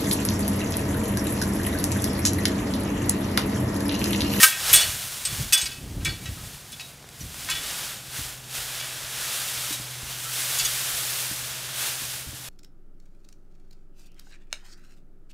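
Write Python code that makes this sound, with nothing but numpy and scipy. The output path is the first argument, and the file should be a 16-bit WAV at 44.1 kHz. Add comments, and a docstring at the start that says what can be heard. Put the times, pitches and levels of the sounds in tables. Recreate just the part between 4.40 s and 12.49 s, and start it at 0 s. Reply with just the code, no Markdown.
"""Dry hay is trodden, forked and thrown in a wooden barn loft: random snap impulses over noise, in swells.
Loose fork steel rattles as decaying tine modes under noise clacks; lone stalks break as short noise bursts.
Steps and knocks thud as board modes; air buffets the swinging hand-held microphone as low noise in gusts.
A far motor hums as two wavering sines over steady coloured barn noise. Steel and lone snaps reverberate.
All sources reach one microphone, whose signal clips on loud peaks and loses its top."""
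import sys
import numpy as np
from scipy import signal
from scipy.fft import rfft, irfft
from scipy.io import wavfile

SR = 44100
rng = np.random.default_rng(int(sys.argv[2]) if len(sys.argv) > 2 else 0)


def store_pcm(level_fs):
    """Save levels as 16-bit WAV."""
    pcm = np.round(np.clip(level_fs, -1, 1) * 32767).astype(np.int16)
    wavfile.write(sys.argv[1], SR, np.atleast_2d(pcm).T)


N = 356680

# Steady barn noise spectrum. Each row: frequency in Hz, relative spectral density in dB per Hz.
BARN_SPECTRUM = [(15, -45), (25, -11.5), (133, -5.5), (403, -16), (814, -15), (907, -17.5), (1100, -18),
                 (2400, -20), (5390, -20.5), (11200, -26.5), (15900, -34)]
# Motor tone. Each row: time in seconds, frequency in Hz, level in dB.
MOTOR_CURVE = [(2.2, 128.8, -58), (3.2, 127.4, -61), (4.0, 126.5, -49), (5.15, 125, -53), (5.4, 124.6, -46),
               (8.09, 126, -50.5)]
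# Gusts on the swinging microphone. Each row: start of full level in seconds, hold in seconds, level in dB,
# rise in seconds per 20 dB, fall in seconds per 20 dB, bright share of power 0-1.
GUST_SWELLS = [(.02, 0.017, -49, .05, .03, 0.8), (.3, .18, -39.5, 0.12, .1, 0),
               (.55, 0.0087, -37, 0.057, 0.12, 0), (1.01, 0.011, -29.5, 0.15, 0.11, 0.03),
               (1.2, .08, -53, .1, .1, 0.02), (1.55, .03, -31, 0.31, .3, 0.11),
               (1.71, 0.0068, -33, .15, 0.14, 0.11), (1.86, 0.015, -36.5, 0.16, 0.37, 0.02),
               (2.46, .01, -54, 0.046, .04, 0.1), (2.82, 0.017, -41, .05, 0.24, 0),
               (3.0, 0.22, -48.5, .2, 0.71, 0.34)]
# Steps and knocks in the boards. Each row: start in seconds, peak in dB, hardness in dB per octave.
BOARD_BLOWS = [(2.812, -33.5, 2), (3.238, -45, 1), (3.787, -29, 3), (4.185, -38.5, -4), (4.519, -54, 12),
               (4.641, -39, 3), (5.158, -45, 2), (5.308, -33, 13), (5.399, -33, 8), (5.63, -34, 5),
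               (6.219, -44, -7), (6.536, -41, -2), (6.913, -31, 9.5), (7.027, -41, 4), (7.619, -35.5, 5),
               (7.869, -33.5, 2.5), (7.931, -37, 4)]
# Floor board modes. Each row: frequency in Hz, relative gain in dB, time to decay 60 dB in seconds.
BOARD_MODES = [(52, 5.5, 0.77), (76.6, 11, 0.25), (113, 5, 0.26), (235, 10.5, 0.035), (298, 1.5, 0.11)]
# Lone breaking stalks. Each row: start in seconds, peak in dB, upper band edge in Hz.
LONE_SNAPS = [(2.396, -35, 4060), (2.627, -31, 9000), (2.643, -33, 1850), (2.690, -29, 10800),
              (2.944, -22, 12000), (3.047, -28, 9000), (4.412, -21.5, 3500)]
# Mode frequencies in Hz of the short and the long fork tines.
SHORT_TINE_MODES_HZ = [1325, 1588, 1910, 2309, 2590, 2908, 3004, 3435, 3887, 4398, 4800, 5320, 5880, 6428,
                       6621, 7000, 7585, 7843, 8226, 8915, 9077, 9480, 9830, 10200, 10930, 11590, 12310,
                       12800, 13780, 14580]
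LONG_TINE_MODES_HZ = [1034, 1270, 1561, 1857, 2223, 2503, 2681, 3345, 3828, 4188, 4753, 5238, 5626, 6223,
                      6485, 7262, 7499, 8156, 8800, 9534, 10300, 10620, 11130, 11830, 12660, 13420, 14300]
# Jolts of the loose steel. Each row: start in seconds, level in dB, free ringing before damping in seconds,
# colour centre in semitones from 4 kHz, best struck frequency in Hz, share of the long tines 0-1.
STEEL_JOLTS = [(.001, -23, 0.085, -16, 1857, 0.6), (0.029, -16, 0.025, -8, 1300, 0.9),
               (.031, -10, 0.016, -4, 1561, 0.52), (.030, -8, 0.018, 16, 11830, 0.6),
               (.038, -12.5, 0.045, 17, 8156, 0.3), (.081, -31, 0.12, 0, 3345, .85),
               (0.121, -31, 0.052, 1, 2503, 0.5), (0.33, -8.5, 0.01, 24, 11590, 0.4),
               (0.335, -11.5, 0.026, 1, 3340, 0.3), (0.342, -8.5, 0.11, 28, 8226, 0),
               (.358, -12, .095, 7.5, 3435, 0.05), (.41, -21, 0.039, -1, 5880, .1),
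               (0.851, -21.5, 0.025, 6.5, 8226, 0.37), (.875, -34, .035, 3, 3435, 0.1),
               (1.124, -21.5, 0.019, -4.5, 2590, 0), (1.124, -19.5, 0.069, 8, 9077, .2),
               (1.130, -11.5, 0.027, 13, 8226, .1), (1.131, -18, .071, -3, 3435, 0.42),
               (1.176, -23.5, 0.034, 9, 6428, .2), (1.213, -23, .035, 2.5, 8226, 0.2),
               (1.256, -26, 0.02, 2, 4720, 0.6), (1.315, -38, .078, 1, 2590, 0.1),
               (1.612, -46, 0.02, -14, 3828, .4), (1.648, -25, .049, 7.5, 3410, .36),
               (1.655, -24.5, 0.025, -6.5, 2330, 0.58), (1.69, -34, 0.022, -6, 4398, 0.2),
               (1.72, -42, 0.037, -1, 3435, .2), (1.857, -35, 0.034, -3, 2680, 0.31),
               (1.971, -51, .05, -25, 1270, 0.6), (2.32, -38.5, 0.026, 13, 5880, 0.7),
               (2.327, -39, 0.019, -2, 3435, 0.1), (2.396, -36.5, 0.019, -1, 2590, 0.6),
               (2.405, -38.5, 0.058, 4, 3840, 0.43), (2.806, -37.5, 0.018, 6, 5880, 0.3),
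               (3.087, -28.5, 0.018, -11.5, 1450, 0.9), (3.099, -24.5, 0.031, 7, 2590, 0.6),
               (3.11, -26, 0.03, -6, 3345, 0.2), (3.151, -29.5, .04, -4, 3345, 0.4),
               (4.398, -32, .02, 2, 3330, 0.24), (4.425, -37.5, 0.025, -8, 3435, 0.2),
               (5.326, -28, .03, 11, 3887, 0.5), (5.849, -40.5, 0.053, -12, 1325, 0.2),
               (6.186, -22, .027, 11, 7000, 0.1), (6.196, -23, 0.03, 2, 3435, 0.62),
               (6.249, -21, 0.017, 8, 6621, .2), (6.251, -27, 0.026, 5, 3435, .2)]
# Hay spectrum before tilt. Each row: frequency in Hz, relative spectral density in dB per Hz.
HAY_SPECTRUM = [(120, -43), (200, -42), (278, -15.5), (366, -11), (622, -6), (965, -6), (1580, -0.5),
                (1970, -2.5), (3540, 1.5), (4170, -0.5), (10000, -0.5), (15000, -5), (15900, -9.5)]
# Strokes of feet and fork. Each row: start of full level in seconds, hold in seconds, level before tilt in dB,
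# rise in seconds per 20 dB, fall in seconds per 20 dB, tilt from body towards treble in dB.
HAY_STROKES = [(.03, 0.014, -17.5, 0.13, 0.1, 5.5), (.3, 0.087, -20.5, 0.24, 0.21, -2.5),
               (.5, 0.12, -32.5, .1, 0.93, 0.5), (.93, 0.068, -32, 0.34, 0.33, -1),
               (1.15, 0.053, -32.5, 0.058, 0.26, -2.5), (1.68, 0.025, -40, .1, 0.17, -6),
               (1.9, 0.22, -41.5, 0.75, 0.34, -1), (2.3, 0.2, -47.5, 0.26, 0.14, 1),
               (2.8, 0.053, -46.5, 0.18, .3, 4.5), (3.0, 0.18, -40, 0.21, 0.25, 0.5),
               (3.26, 0.19, -30.5, 0.5, 0.36, -3), (3.76, 0.084, -32.5, .15, 0.26, -1.5),
               (4.16, 0.014, -30, 0.13, 0.59, -1.5), (4.35, 0.66, -34, .4, 0.92, -4.5),
               (4.88, 0.43, -30.5, 0.41, 0.33, -0.5), (5.45, 0.11, -40, .3, 0.26, -6),
               (5.71, 0.021, -34, 0.22, 0.13, -3.5), (6.0, 0.23, -27.5, 0.53, 1, 0),
               (6.55, 0.24, -29, 1, 0.94, 0.5), (7.1, 0.19, -35.5, 0.56, 0.27, -6.5),
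               (7.43, 0.035, -27, 0.23, 0.25, -1.5), (7.62, 0.14, -34, 0.51, 0.24, -0.5),
               (8.02, 0.048, -38, 0.68, 0.48, -1)]

BARN_AIR_DB = -48.5
UPPER_HUM_RATIO, UPPER_HUM_DB = 1.125, -59   # a second tone sags along with the first
LOFT_T60_S, LOFT_DB = 0.43, -13.5
RING_T60_S_AT_3K, RING_SLOPE = 0.26, -0.78   # the slope is the power of frequency
CLACK_S, CLACK_DB = 0.018, -6
BEST_DB = 11   # boost of tine modes near the best struck frequency
SETTLING_DB = -65   # the heap never quite rests
FLUTTER_DB, FLUTTER_HZ = 0.5, 8
CUTOFF_HZ = 16050


def from_db(db):
    """Amplitude gain is ten to the power of decibels over twenty."""
    return 10 ** (np.asarray(db) / 20)


def rms_one(x):
    """Division by the root mean square gives a signal unit rms."""
    return x / np.sqrt(np.mean(x ** 2) + 1e-20)


def filtered(x, order, edge_hz, kind):
    """A causal Butterworth filter has a maximally flat passband."""
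    return signal.sosfilt(signal.butter(order, edge_hz, kind, fs=SR, output="sos"), x)


def in_time(rows):
    """Linear interpolation turns timed rows into one value a sample for each column."""
    s, *columns = np.transpose(rows)
    return [np.interp(np.arange(N) / SR, s, c) for c in columns]


def drift(rate_hz):
    """Two equal poles smooth white noise into a slow random curve of unit rms."""
    step = 40   # samples between drawn points
    pole = np.exp(-2 * np.pi * rate_hz * step / SR)
    white = rng.standard_normal(N // step + 2002)
    slow = signal.lfilter([1], [1, -2 * pole, pole * pole], white)[2000:]   # past the filter's start
    return np.interp(np.arange(N) / step, np.arange(len(slow)), rms_one(slow))


def coloured(x, spectrum):
    """Weighting each frequency gives a dense sound a chosen spectrum, here at unit rms."""
    hz, db = np.transpose(spectrum)
    grid = np.maximum(np.fft.rfftfreq(N, 1 / SR), 1)
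    gain = from_db(np.interp(np.log(grid), np.log(hz), db))
    return rms_one(irfft(rfft(x) * gain, N))


def modes(hz, gain, t60, size):
    """A struck body rings as a sum of exponentially dying sines, here at random phases."""
    t = np.arange(size) / SR
    phase = 2 * np.pi * (np.outer(hz, t) + rng.random((len(hz), 1)))
    decay = from_db(-60 * t / np.c_[t60])
    return np.dot(gain, np.sin(phase) * decay)


def add(out, s, sound):
    """Superposition: a sound is summed into the mix from s seconds on."""
    i = round(s * SR)
    out[i:i + len(sound)] += sound[:N - i]


def swells(rows, rest_db):
    """Powers of overlapping swells add; the last column is averaged with power as its weight."""
    t = np.arange(0, N + 64, 64) / SR
    power, mean = from_db(2 * rest_db), 0   # doubled decibels give power
    for s, hold_s, db, rise_s, fall_s, value in rows:
        before = np.maximum(s - t, 0) / max(rise_s, .01)
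        after = np.maximum(t - s - hold_s, 0) / max(fall_s, .01)
        swell = from_db(2 * (db - 20 * (before + after)))
        power = power + swell
        mean = mean + value * swell
    return in_time(np.transpose([t, 10 * np.log10(power), mean / power]))


def barn_air():
    """Stationary random noise is fixed by its spectrum and its level."""
    return from_db(BARN_AIR_DB) * coloured(rng.standard_normal(N), BARN_SPECTRUM)


def hum(hz, db, waver_db):
    """A tone's phase is the running sum of its frequency; its level wavers at random."""
    level = np.sqrt(2) * from_db(db + waver_db * drift(6.4))
    return level * np.sin(2 * np.pi * np.cumsum(hz) / SR)


def motor():
    """Two tones in a fixed frequency ratio glide together and waver in level independently."""
    hz, db = in_time(MOTOR_CURVE)
    lower = hum(hz, db, waver_db=0.5)
    upper = hum(UPPER_HUM_RATIO * hz, UPPER_HUM_DB, waver_db=0.5)
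    return lower + upper


def buffet(lumpy_db=3.0):
    """Air pressing on the microphone gives lumpy low noise; sharp gusts shift power to a brighter band."""
    db, share = swells(GUST_SWELLS, rest_db=-82)
    dull = rms_one(filtered(rng.standard_normal(N), 2, [42, 137], "band"))
    bright = rms_one(filtered(rng.standard_normal(N), 2, [120, 337], "band"))
    share = np.clip(share, 0, 1)
    mixed = np.sqrt(1 - share) * dull + np.sqrt(share) * bright
    return from_db(db + lumpy_db * drift(19.4)) * mixed


def thuds():
    """A soft push rings the modes of the floor boards; a harder push favours the higher modes."""
    hz, db, t60 = np.transpose(BOARD_MODES)
    out = np.zeros(N)
    for s, peak_db, hard_db in BOARD_BLOWS:
        luck_db = 2.0 * rng.standard_normal(len(hz))
        gain = from_db(db + hard_db * np.log2(hz / 100) + luck_db)
        ring = modes(hz, gain, t60, size=round(.4 * SR))
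        thud = signal.lfilter([.03], [1, -.97], ring)   # softens the onset
        add(out, s, from_db(peak_db) * thud / np.abs(thud).max())
    return out


def loft(x):
    """Convolution with dull, exponentially decaying noise gives the reverberation of a hay-filled loft."""
    t = np.arange(round(.5 * SR)) / SR
    dull = signal.lfilter([.45], [1, -.55], rng.standard_normal(len(t)))
    tail = dull * from_db(-60 * t / LOFT_T60_S) * (t > .008)   # silent for the first 8 ms
    return signal.fftconvolve(x, tail / np.sqrt(np.sum(tail ** 2)))[:N]


def snaps():
    """A breaking stalk releases its strain as a few milliseconds of dying band-limited noise."""
    out, t = np.zeros(N), np.arange(600) / SR
    for s, peak_db, top_hz in LONE_SNAPS:
        burst = rng.standard_normal(len(t)) * np.exp(-t / .0005)
        burst = filtered(burst, 2, [400, top_hz], "band")
        add(out, s, from_db(peak_db) * burst / np.abs(burst).max())
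    return out


def steel(luck_db=3, damp_t60_s=0.026, best_lasts=1, rise_s=0.00036):
    """A jolt excites the tine modes under a noisy clack; a touch then damps them all."""
    hz = np.array(SHORT_TINE_MODES_HZ + LONG_TINE_MODES_HZ)
    is_long = np.arange(len(hz)) >= len(SHORT_TINE_MODES_HZ)
    size = round(.15 * SR)
    t, out = np.arange(size) / SR, np.zeros(N)
    grid = np.maximum(np.fft.rfftfreq(size, 1 / SR), 1)
    for s, level_db, ring_s, centre, best_hz, long_share in STEEL_JOLTS:
        def colour(f):
            """A bell-shaped excitation spectrum falls 6 dB at 14 semitones from its centre."""
            return from_db(-6 * ((12 * np.log2(f / 4000) - centre) / 14) ** 2)
        share = np.clip(long_share, 0, 1)
        best = np.exp(-((hz - best_hz) / 100) ** 2)
        # the free tine rings longest
        t60 = RING_T60_S_AT_3K * (hz / 3000) ** RING_SLOPE * (1 + best_lasts * best)
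        luck = from_db(BEST_DB * best + luck_db * rng.standard_normal(len(hz)))
        gain = np.where(is_long, share, 1 - share) * colour(hz) * luck
        ring = modes(hz, np.sqrt(2) * gain / np.linalg.norm(gain), t60, size)
        # modes too close to tell apart
        dense = rms_one(irfft(rfft(rng.standard_normal(size)) * colour(grid), size))
        clack = from_db(CLACK_DB) * dense * np.exp(-t / CLACK_S)
        onset = 1 - np.exp(-t / rise_s)
        damping = from_db(-60 * np.maximum(t - ring_s, 0) / damp_t60_s)
        add(out, s, from_db(level_db) * (ring + clack) * onset * damping)
    return filtered(out, 2, 800, "high")   # thin steel radiates no bass


def hay(snaps_per_s=6000.0, spread_db=3.0, slide_db=4.0):
    """Random snap impulses over the noise of sliding stems form a dense rustle, tilted by each stroke."""
    rustle_db, tilt_db = swells(HAY_STROKES, SETTLING_DB)
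    sizes = from_db(spread_db * np.minimum(rng.exponential(1, N), 5)) * rng.choice([-1, 1], N)
    # the snap rate itself drifts
    born = rng.random(N) < snaps_per_s * from_db(3.0 * drift(25.0)) / SR
    sliding = from_db(slide_db) * rng.standard_normal(N)
    grain = coloured(rms_one(sizes * born) + sliding, HAY_SPECTRUM)
    # zero-phase filters keep the bands aligned with the grain
    treble = signal.sosfiltfilt(signal.butter(1, 8000, "high", fs=SR, output="sos"), grain)
    body = signal.sosfiltfilt(signal.butter(1, 1500, fs=SR, output="sos"), grain)
    tilted = grain + (from_db(tilt_db) - 1) * treble + (from_db(-.6 * tilt_db) - 1) * body
    return from_db(rustle_db + FLUTTER_DB * drift(FLUTTER_HZ)) * tilted


def scene():
    """Pressures of all sources add at one microphone, heard alike in both channels."""
    background = barn_air() + motor() + buffet()
    struck = steel() + snaps()
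    mono = background + thuds() + struck + from_db(LOFT_DB) * loft(struck) + hay()
    return np.stack([mono, mono])


def record(dry):
    """Overload clips the loudest peaks, then a steep low-pass filter removes the top."""
    clipped = np.clip(dry, -.9, .9)
    return signal.sosfilt(signal.cheby2(22, 70, CUTOFF_HZ, fs=SR, output="sos"), clipped)


dry = scene()
out = record(dry)
store_pcm(out)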